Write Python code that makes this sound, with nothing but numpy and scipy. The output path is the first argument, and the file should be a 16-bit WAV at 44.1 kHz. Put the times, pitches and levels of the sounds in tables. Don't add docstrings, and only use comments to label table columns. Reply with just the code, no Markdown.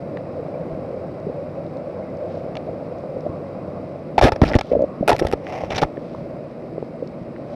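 import sys
import numpy as np
from scipy import signal
from scipy.fft import rfft, irfft
from scipy.io import wavfile

SR = 44100
rng = np.random.default_rng(int(sys.argv[2]) if len(sys.argv) > 2 else 0)


def pcm_store(signal):
    levels = np.round(np.clip(np.atleast_2d(signal), -1, 1) * 32767)
    wavfile.write(sys.argv[1], SR, levels.astype(np.int16).T)


N = 332955
TIME = np.arange(N) / SR


def from_db(db):
    return 10 ** (np.asarray(db) / 20)


def rms_one(x):
    return x / np.sqrt(np.mean(x ** 2) + 1e-20)


def at_level(sound, level_db, length):
    return from_db(level_db) * sound * np.sqrt(length * SR / (np.sum(sound ** 2) + 1e-20))


def add(out, s, sound):
    start = round(s * SR)
    out[start:start + len(sound)] += sound[:N - start]


def in_time(rows):
    s, *columns = np.transpose(rows)
    return [np.interp(TIME, s, column) for column in columns]


def swells(rows):
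    return sum(from_db(level_db) * np.exp(-((TIME - s) / width) ** 2) for s, width, level_db in rows)


def drift(rate_hz):
    step = 40
    pole = np.exp(-2 * np.pi * step * rate_hz / SR)
    noise = rng.standard_normal(N // step + 2002)
    slow = signal.lfilter([1], [1, -2 * pole, pole * pole], noise)[2000:]
    return np.interp(np.arange(N) / step, np.arange(len(slow)), rms_one(slow))


def response(colour, size=8192):
    hz, level_db = np.transpose(colour)
    grid = np.maximum(np.arange(size // 2 + 1) * SR / size, 1)
    gains = from_db(np.interp(np.log(grid), np.log(hz), level_db))
    cepstrum = irfft(np.log(gains))
    cepstrum[1:size // 2] *= 2
    cepstrum[size // 2 + 1:] = 0
    pulse = irfft(np.exp(rfft(cepstrum)))
    return pulse / np.linalg.norm(pulse)


def coloured(x, colour):
    return signal.fftconvolve(x, response(colour))[:N]


def flow(colour, level_db, churn_db, churn_hz):
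    churning = rng.standard_normal(N) * from_db(churn_db * drift(churn_hz))
    return from_db(level_db) * rms_one(coloured(churning, colour))


def ring(clicks, hz, t60):
    decay, angle = from_db(-60 / (t60 * SR)), 2 * np.pi * hz / SR
    feedback = [1, -2 * decay * np.cos(angle), decay * decay]
    return rms_one(signal.lfilter([0, np.sin(angle)], feedback, clicks + 1e-18))


def resonant(x, hz, sharpness, boost_db):
    return x + from_db(boost_db) * signal.lfilter(*signal.iirpeak(hz, sharpness, fs=SR), x)


def slips(count, per_s, spread_db):
    sizes = from_db(spread_db * np.minimum(rng.exponential(1, count), 4)) * rng.choice([-1, 1], count)
    return rms_one(sizes * (rng.random(count) < per_s / SR))


def squeak(count, hz, jitter=0.091):
    periods = SR / hz * np.exp(jitter * rng.standard_normal(count))
    at = np.cumsum(periods).astype(int)
    clicks = np.zeros(count)
    clicks[at[at < count]] = 1
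    return rms_one(clicks - clicks.mean())


def stroke(length, rise, squeak_hz, per_s=2600, squeak_db=-3, bite=8.2, release_s=0.0022, sag_db=2.5):
    t = TIME[:round(length * SR) + SR // 20]
    clicks = slips(len(t), per_s, spread_db=2.5) + from_db(squeak_db) * squeak(len(t), squeak_hz)
    clicks[round(rise * SR)] += bite
    pressure = np.minimum(t / rise, 1) * from_db(-sag_db * np.minimum(t / length, 1))
    release = np.exp(-np.maximum(t - length + release_s / 2, 0) / release_s)
    return clicks * pressure * release


def blows(rows, rise_cycles, thud_db, wobble_rad, thud_ratio=0.49):
    out, t, wobble = np.zeros(N), TIME[:SR // 4], wobble_rad * drift(74.5)
    for s, level_db, hz in rows:
        rise = np.clip(rise_cycles / hz, 0.0015, 0.0111)
        swell = (t / rise * np.exp(1 - t / rise)) ** 2
        phase = 2 * np.pi * hz * (t - rise) + np.interp(s + t, TIME, wobble)
        thud = from_db(thud_db) * np.sin(thud_ratio * phase)
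        add(out, s - rise, from_db(level_db) * swell * (np.cos(phase) + thud))
    return out


# t/s, level/dB
WASH_LEVEL = [(0, -33), (.6, -31), (1.3, -33), (1.95, -32.5), (2.28, -32), (2.87, -33), (3.15, -33),
              (3.9, -34), (5.85, -36.5), (6.15, -34), (6.55, -37), (7.3, -38), (7.55, -32.5)]
# f/Hz, relative level/dB
RUMBLE_COLOUR = [(15, -19), (32, -19.5), (60, -11.5), (90, -5.5), (125, -1.5), (158, 4.5), (180, 0),
                 (215, -3), (310, 1), (410, -4), (560, -18.5), (900, -62.5)]
WASH_COLOUR = [(250, -36.5), (410, -12.5), (490, 0.5), (565, 1), (645, -1), (720, -9), (800, -12.5),
               (940, -21), (1080, -18.5), (1260, -26), (1600, -29.5), (3000, -84)]
HISS_COLOUR = [(600, -8), (1000, 8.5), (1300, 6.5), (1600, -2.5), (2000, 2.5), (2550, -0.5), (2900, -9.5),
               (3500, -14.5), (3900, -11), (4300, -12), (5000, -10), (6300, -25), (10500, -28),
               (15000, -51.5)]

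def water():
    wash_db, = in_time(WASH_LEVEL)
    rumble_db = -34.5 + 0.28 * (wash_db - wash_db.mean())
    hiss_db = -43.5 + 0.25 * wash_db
    dip_db = -18 * np.exp(-((TIME - 4.63) / 0.014) ** 2)
    rumble = flow(RUMBLE_COLOUR, rumble_db + dip_db, churn_db=1.0, churn_hz=6.1)
    wash = flow(WASH_COLOUR, wash_db + dip_db, churn_db=0.88, churn_hz=17.4)
    hiss = from_db(hiss_db) * coloured(rng.standard_normal(N), HISS_COLOUR)
    return rumble + wash + hiss


# multiple of the shaft speed, level drifting/dB, level at rest/dB
HUM_TONES = [(2, -49, -67), (3, -49.5, -55.5), (4, -46.5, -58), (5, -50.5, -44), (6, -60.5, -72),
             (7, -54.5, -54)]
# f/Hz, level/dB
WHINE_TONES = [(3854, -78), (7854, -89), (7881, -91)]

def motor(shaft_hz=47.57, waver_db=1.5, wobble=0.0041):
    turns = np.cumsum(shaft_hz * (1 + wobble * drift(2.4))) / SR
    at_rest = np.clip((TIME - 5.5) / 0.5, 0, 1)
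    out = np.zeros(N)
    for multiple, drifting_db, rest_db in HUM_TONES:
        level_db = drifting_db + (rest_db - drifting_db) * at_rest + waver_db * drift(0.46)
        out += from_db(level_db) * np.sin(2 * np.pi * (multiple * turns + rng.random()))
    for hz, level_db in WHINE_TONES:
        out += from_db(level_db) * np.sin(2 * np.pi * hz * TIME)
    return np.sqrt(2) * out


# peak t/s, half width/s, level/dB
FIZZ_CLOUDS = [(2.35, 0.083, -61), (4.67, 0.078, -57), (6.1, 0.16, -62), (7.53, 0.046, -60.5)]
# f/Hz, relative level/dB
GRAIN_COLOUR = [(1000, -31), (2200, -7.5), (3200, 2), (4800, -1), (5800, -5.5), (7000, -19), (14000, -33.5)]

def crackle():
    grains = from_db(-72) * slips(N, per_s=1600, spread_db=7.0)
    fizz = swells(FIZZ_CLOUDS) * slips(N, per_s=8000, spread_db=8.5)
    return coloured(grains + fizz, GRAIN_COLOUR)


# t/s, level/dB, f/Hz
GRAIN_TICKS = [(0.171, -31.5, 1720), (0.171, -31, 1040), (0.1717, -49, 3970), (1.2, -56, 4700),
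               (1.665, -54, 4200), (1.77, -52, 4400), (2.17, -54.5, 4600), (2.569, -35.5, 4400),
               (2.5706, -34, 2430), (2.985, -56, 5200), (3.207, -50, 5070), (4.515, -28, 1960),
               (4.525, -40, 5200), (4.534, -21, 1900), (4.5417, -17, 1800), (4.8195, -50, 5300),
               (5.224, -33, 2600), (5.468, -29.5, 2060), (5.971, -37, 1730), (7.074, -46, 4830),
               (7.362, -38.5, 1730)]

def ticks(length=0.0021, rise=0.00063, ring_cycles=9):
    out = np.zeros(N)
    for s, level_db, hz in GRAIN_TICKS:
        muffle = signal.butter(2, [hz / 2, min(hz * 2, 7000)], "band", fs=SR, output="sos")
        graze = stroke(length, rise, hz, squeak_db=-15, release_s=0.0016)
        tick = signal.sosfilt(muffle, ring(graze, hz, ring_cycles / hz))
        add(out, s, at_level(tick, level_db, length))
    return out


# peak t/s, half width/s, level/dB, f/Hz
WATER_SURGES = [(.39, 0.046, -29.5, 520), (.95, 0.049, -28.5, 520), (1.4, 0.055, -34, 560),
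                (1.6, .05, -39, 540), (2.23, 0.048, -29.5, 570), (2.34, 0.032, -31.5, 540),
                (2.47, .055, -31.5, 590), (3.11, 0.027, -30.5, 540), (3.27, 0.02, -31, 590),
                (6.36, .036, -35, 590), (7.25, 0.016, -31.5, 590)]

def surges(half_band_hz=59):
    out, in_step, across = np.zeros(N), drift(half_band_hz), drift(half_band_hz)
    for s, width, level_db, hz in WATER_SURGES:
        phase = 2 * np.pi * hz * TIME
        out += swells([(s, width, level_db)]) * (in_step * np.cos(phase) + across * np.sin(phase))
    return out


# peak t/s, level/dB, f/Hz
BUBBLE_BLIPS = [(.545, -46, 2330), (.62, -53, 2200), (.685, -51, 2130), (2.03, -49, 2150),
                (2.09, -48, 2020)]

def blips():
    return blows(BUBBLE_BLIPS, rise_cycles=13, thud_db=-21, wobble_rad=0.6)


# peak t/s, level/dB, f/Hz
HOUSING_KNOCKS = [(0.73, -31, 63), (2.569, -19.5, 586), (3.039, -18, 536), (3.17, -15, 470),
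                  (3.297, -21.5, 125), (4.182, -6, 785), (4.186, -21, 60), (4.2142, -4, 765),
                  (4.234, 2, 377), (4.255, -1, 420), (4.238, -6.5, 55.6), (4.329, -16, 94.5),
                  (4.418, -0.5, 263), (4.4222, 2, 104), (4.431, -20, 61), (4.434, 1, 300), (4.553, -9, 205),
                  (4.562, -4, 306), (4.559, -3.5, 101), (5.011, -8, 212), (5.084, -10, 1350),
                  (5.118, -10, 920), (5.137, -19, 79.6), (5.151, -8.5, 570), (5.216, -7, 330),
                  (5.222, -3.5, 425), (5.234, -13, 524), (5.252, -7.5, 550), (5.254, -17.5, 74),
                  (5.3365, -3.5, 413), (5.345, -28, 59.4), (5.637, -15, 630), (5.639, -27.5, 65),
                  (5.831, -5, 745), (5.842, -19, 47.8), (5.852, -16, 400), (5.979, -15, 472),
                  (6.149, -27, 1020), (6.782, -12.5, 413), (6.8275, -12.5, 500), (7.217, -24, 136)]

def knocks():
    return blows(HOUSING_KNOCKS, rise_cycles=0.575, thud_db=-14, wobble_rad=0.81)


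# peak t/s, level/dB, f/Hz
WATER_GLUGS = [(1.27, -18, 428), (1.3, -19, 510), (2.374, -20.5, 610), (2.688, -20.5, 610),
               (3.266, -15, 593), (3.96, -29, 564), (4.648, -27.5, 600), (4.719, -7, 508),
               (4.735, -7.5, 577), (4.754, -6.5, 580), (4.768, -10, 470), (4.795, -11.5, 570),
               (4.808, -9.5, 560), (4.824, -7.5, 548), (4.841, -8.5, 554), (5.03, -10.5, 583),
               (7.027, -16.5, 530)]

def glugs():
    return blows(WATER_GLUGS, rise_cycles=2.32, thud_db=-10, wobble_rad=0.44)


# f/Hz, relative level/dB
SHELL_COLOUR = [(20, -45), (50, 2.5), (110, -1), (240, -3), (430, 4), (640, 1), (770, 1), (870, 1.5),
                (1020, -12.5), (1130, -11), (1310, -8), (1520, -19.5), (1730, -10.5), (7000, -94)]
GRIT_COLOUR = [(600, -22), (1400, 2), (2050, 2), (2440, 3), (2900, 1.5), (3650, -0.5), (4500, -5.5),
               (5500, -3.5), (6200, -13), (7300, -21.5), (11000, -60), (15000, -74)]
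SIZZLE_COLOUR = [(4000, -35), (7500, -3), (9300, 1), (11500, -4), (14000, -11), (15500, -38)]
# t/s, relative sizzle level/dB, bass cut of a scrape's shell f/Hz
CONTACT_THINNESS = [(2.55, -37, 150), (4.18, -29, 150), (4.225, -23.5, 35), (4.6, -28.5, 30),
                    (5.08, -14, 242), (5.12, -28, 120), (5.2, -17, 60.5), (5.33, -20.5, 30), (5.7, -34, 90),
                    (5.83, -25.5, 90)]
# t/s, grit level/dB, shell level above grit/dB
DRY_SNAPS = [(2.5538, -33, 8), (2.5693, -33, 4), (4.4162, -26, 11), (4.4379, -25.5, 20), (4.4885, -28, 2),
             (4.535, -32, 14), (4.5528, -19, 7), (4.5885, -26, -6), (4.6113, -22.5, 7), (5.1158, -26, 13),
             (5.1302, -19.5, 0), (5.1645, -26, -9), (5.183, -34, -3), (5.202, -33, -6), (5.2697, -33, 2),
             (5.285, -38, 4), (5.3145, -29, 2), (5.326, -26, 2), (5.636, -45, 18), (5.7042, -29, 9),
             (5.7583, -25, 5), (5.7642, -36, -6), (5.7815, -18, -4), (5.7842, -23, -5), (5.8162, -27, -6),
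             (5.8206, -26, -3), (5.8342, -22, 14)]

def snaps(length=0.0012, rise=0.000271, brighter_db=2.5):
    out = np.zeros(N)
    shell, grit, sizzle = map(response, (SHELL_COLOUR, GRIT_COLOUR, SIZZLE_COLOUR))
    sizzle_db, _ = in_time(CONTACT_THINNESS)
    for s, level_db, hollow_db in DRY_SNAPS:
        clicks = stroke(length, rise, 2500, per_s=5000, squeak_db=-20, bite=3.7, release_s=0.0013)
        treble_db = sizzle_db[round(s * SR)] + brighter_db
        for pulse, part_db in ((shell, hollow_db), (grit, 0), (sizzle, treble_db)):
            add(out, s, at_level(signal.fftconvolve(clicks, pulse), level_db + part_db, length))
    return out


# peak t/s, half width/s, level/dB
WATER_SWISHES = [(3.33, 0.1, -46), (3.68, 0.18, -50), (4.92, 0.12, -47)]
# f/Hz, relative level/dB
SWISH_BAND = [(700, -40), (980, -8), (1090, 0), (1230, -8), (1700, -40), (4000, -90)]

def swishes():
    return swells(WATER_SWISHES) * coloured(rng.standard_normal(N), SWISH_BAND)


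# f/Hz, relative level/dB, time to fade by 60 dB/s
HOUSING_TONES = [(1090, 11, 0.036), (1310, 9.5, 0.083), (1630, 7, 0.028), (1690, 12, 0.038),
                 (1950, -5, 0.048), (2130, -5, 0.037), (2220, 7, 0.0075), (2630, -5, 0.06),
                 (3420, -3, 0.044), (3630, 3, 0.04), (4360, 0, 0.038), (5250, -4, 0.012)]
# t/s, length/s, base level/dB, extra shell level/dB, rise/s, shell f/Hz, grit f/Hz
FINGER_SCRAPES = [(4.18, 0.0047, -21.5, 14, .00023, 767, 1750), (4.186, 0.0097, -23.5, 5, .001, 744, 2160),
                  (4.212, 0.0085, -24.5, 6.5, .0003, 734, 1300),
                  (4.221, 0.037, -20.5, 7, .0039, 561.6, 1680), (4.238, .0065, -21, -8, .002, 602, 3600),
                  (4.259, 0.019, -26, 11.5, .0011, 626, 2300), (4.278, 0.015, -29, 12, .0043, 686, 2550),
                  (4.32, 0.0035, -27.5, 12.5, .0005, 850, 5200), (4.324, .013, -41, 9, .001, 600, 2410),
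                  (4.356, 0.0072, -40.5, 14.5, .006, 650, 5200),
                  (4.4167, 0.0058, -28, 16.5, .00028, 743, 1390),
                  (4.423, .021, -33.5, 12.5, .012, 651, 1980), (4.449, 0.025, -33.5, -5, .002, 771, 2300),
                  (4.475, 0.016, -36, 6.5, .004, 787, 4700), (4.492, .0095, -36.5, 3, .003, 760, 5000),
                  (4.499, 0.028, -44, 19.5, .004, 598, 1700), (4.54, 0.0089, -35, 9, .003, 717, 1900),
                  (4.552, 0.014, -28.5, 12, .0015, 605, 1310),
                  (4.586, 0.0074, -28.5, 6.5, .0019, 685, 5260),
                  (4.609, 0.0026, -25.5, 1, .0016, 797, 2360), (5.0762, .011, -21.5, 7.5, .002, 664, 2470),
                  (5.09, 0.017, -20, 9, .003, 681, 1370), (5.114, .02, -33.5, 16, .0012, 852, 2530),
                  (5.135, 0.024, -42, 11, .008, 627, 1300), (5.19, 0.0075, -30, 2, .0015, 816, 1930),
                  (5.194, 0.0094, -29.5, -3, .0015, 830, 5470), (5.222, .024, -52, 22, .002, 620, 5500),
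                  (5.246, 0.011, -41, 15, .003, 632, 1410), (5.265, 0.0073, -31, 6, .005, 619, 1950),
                  (5.273, 0.055, -55.5, 12, .005, 694, 2980), (5.3252, 0.0035, -33.5, 7.5, .001, 803, 5430),
                  (5.331, 0.0078, -34, 14.5, .0027, 614, 1430), (5.706, 0.0054, -30, 3.5, .001, 734, 2350),
                  (5.716, 0.019, -33, 6, .002, 710, 2250), (5.743, 0.011, -32.5, -6, .006, 707, 2350),
                  (5.761, 0.01, -29, -6, .001, 738, 5900), (5.775, 0.017, -29.5, 4, .007, 719, 4200),
                  (5.792, .01, -38, 7, .001, 756, 2300), (5.817, 0.0051, -28.5, 11, .002, 740, 1520),
                  (5.8258, 0.0066, -29, 15, .0008, 753, 1390), (5.84, 0.0095, -44, 16, .001, 706, 2400)]

def scrapes(shell_db=2.0, grit_db=-0.4, tones_db=-7.5, tone_spread_db=0.5):
    out = np.zeros(N)
    shell, grit, sizzle = map(response, (SHELL_COLOUR, GRIT_COLOUR, SIZZLE_COLOUR))
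    sizzle_db, low_cut_hz = in_time(CONTACT_THINNESS)
    for s, length, level_db, hollow_db, rise, ring_hz, rasp_hz in FINGER_SCRAPES:
        clicks, start = stroke(length, rise, ring_hz), round(s * SR)
        low_cut = signal.butter(2, low_cut_hz[start], "high", fs=SR, output="sos")
        hollow = resonant(signal.sosfilt(low_cut, shell), ring_hz, sharpness=5, boost_db=-4)
        rasp = resonant(grit, rasp_hz, sharpness=10, boost_db=7)
        parts = (hollow, hollow_db + shell_db), (rasp, grit_db), (sizzle, sizzle_db[start])
        for pulse, part_db in parts:
            add(out, s, at_level(signal.fftconvolve(clicks, pulse), level_db + part_db, length))
        ringing = np.zeros(len(clicks))
        for hz, tone_db, t60 in HOUSING_TONES:
            gain = from_db(tone_db - tone_spread_db * rng.standard_normal())
            strikes = clicks * rng.standard_normal(len(clicks))
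            ringing += gain * ring(strikes, hz, t60)
        add(out, s, at_level(ringing, level_db + tones_db, length))
    return out


# peak t/s, half width/s, level/dB
HAND_PRESSES = [(4.243, 0.018, -11.5), (4.45, 0.033, -21.5), (4.52, 0.042, -30), (4.78, 0.061, -31),
                (5.11, 0.027, -26), (5.27, 0.071, -35), (5.77, 0.078, -30.5)]
# f/Hz, relative level/dB
PRESS_COLOUR = [(20, -24), (50, 11), (90, 5), (160, 2.5), (310, 2), (450, -18), (900, -41), (3000, -95)]

def grip():
    return swells(HAND_PRESSES) * rms_one(coloured(rng.standard_normal(N), PRESS_COLOUR))


# peak t/s, half width/s, level/dB
FINGER_SLIDES = [(4.725, 0.01, -32.5), (5.25, 0.21, -45), (5.565, 0.093, -29), (5.78, 0.078, -32.5)]
# f/Hz, relative level/dB
RUSTLE_COLOUR = [(100, -9), (500, 9), (780, 13.5), (950, 0.5), (1200, -3), (1550, -13), (2100, -5.5),
                 (2700, -9), (3500, -19), (4400, -22), (5500, -17), (7200, -35), (14000, -44.5)]

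def slides(uneven_db=2.0, note_hz=2070, note_wander=0.04, note_db=-13):
    clicks = slips(N, per_s=3500, spread_db=4.0) * from_db(uneven_db * drift(45))
    rustle = coloured(clicks, RUSTLE_COLOUR)
    roughness = drift(220)
    pitch_hz = note_hz * (1 + note_wander * drift(9.84))
    note = roughness * np.sin(2 * np.pi * np.cumsum(pitch_hz) / SR)
    return swells(FINGER_SLIDES) * (rustle + from_db(note_db) * note)


def scene():
    background = water() + motor() + crackle() + ticks() + surges() + blips() + glugs() + swishes()
    handling = knocks() + snaps() + scrapes() + grip() + slides()
    return (background + handling)[None, :]


def record(dry, low_cut_hz=18, overload=0.85, fade_s=0.004, high_cut_hz=15900):
    picked_up = signal.sosfilt(signal.butter(1, low_cut_hz, "high", fs=SR, output="sos"), dry)
    squashed = picked_up / (1 + (picked_up / overload) ** 4) ** (1 / 4)
    faded = squashed * np.minimum(np.minimum(TIME, TIME[::-1]) / fade_s, 1)
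    return signal.sosfilt(signal.cheby2(14, 70, high_cut_hz, fs=SR, output="sos"), faded)


dry = scene()
out = record(dry)
pcm_store(out)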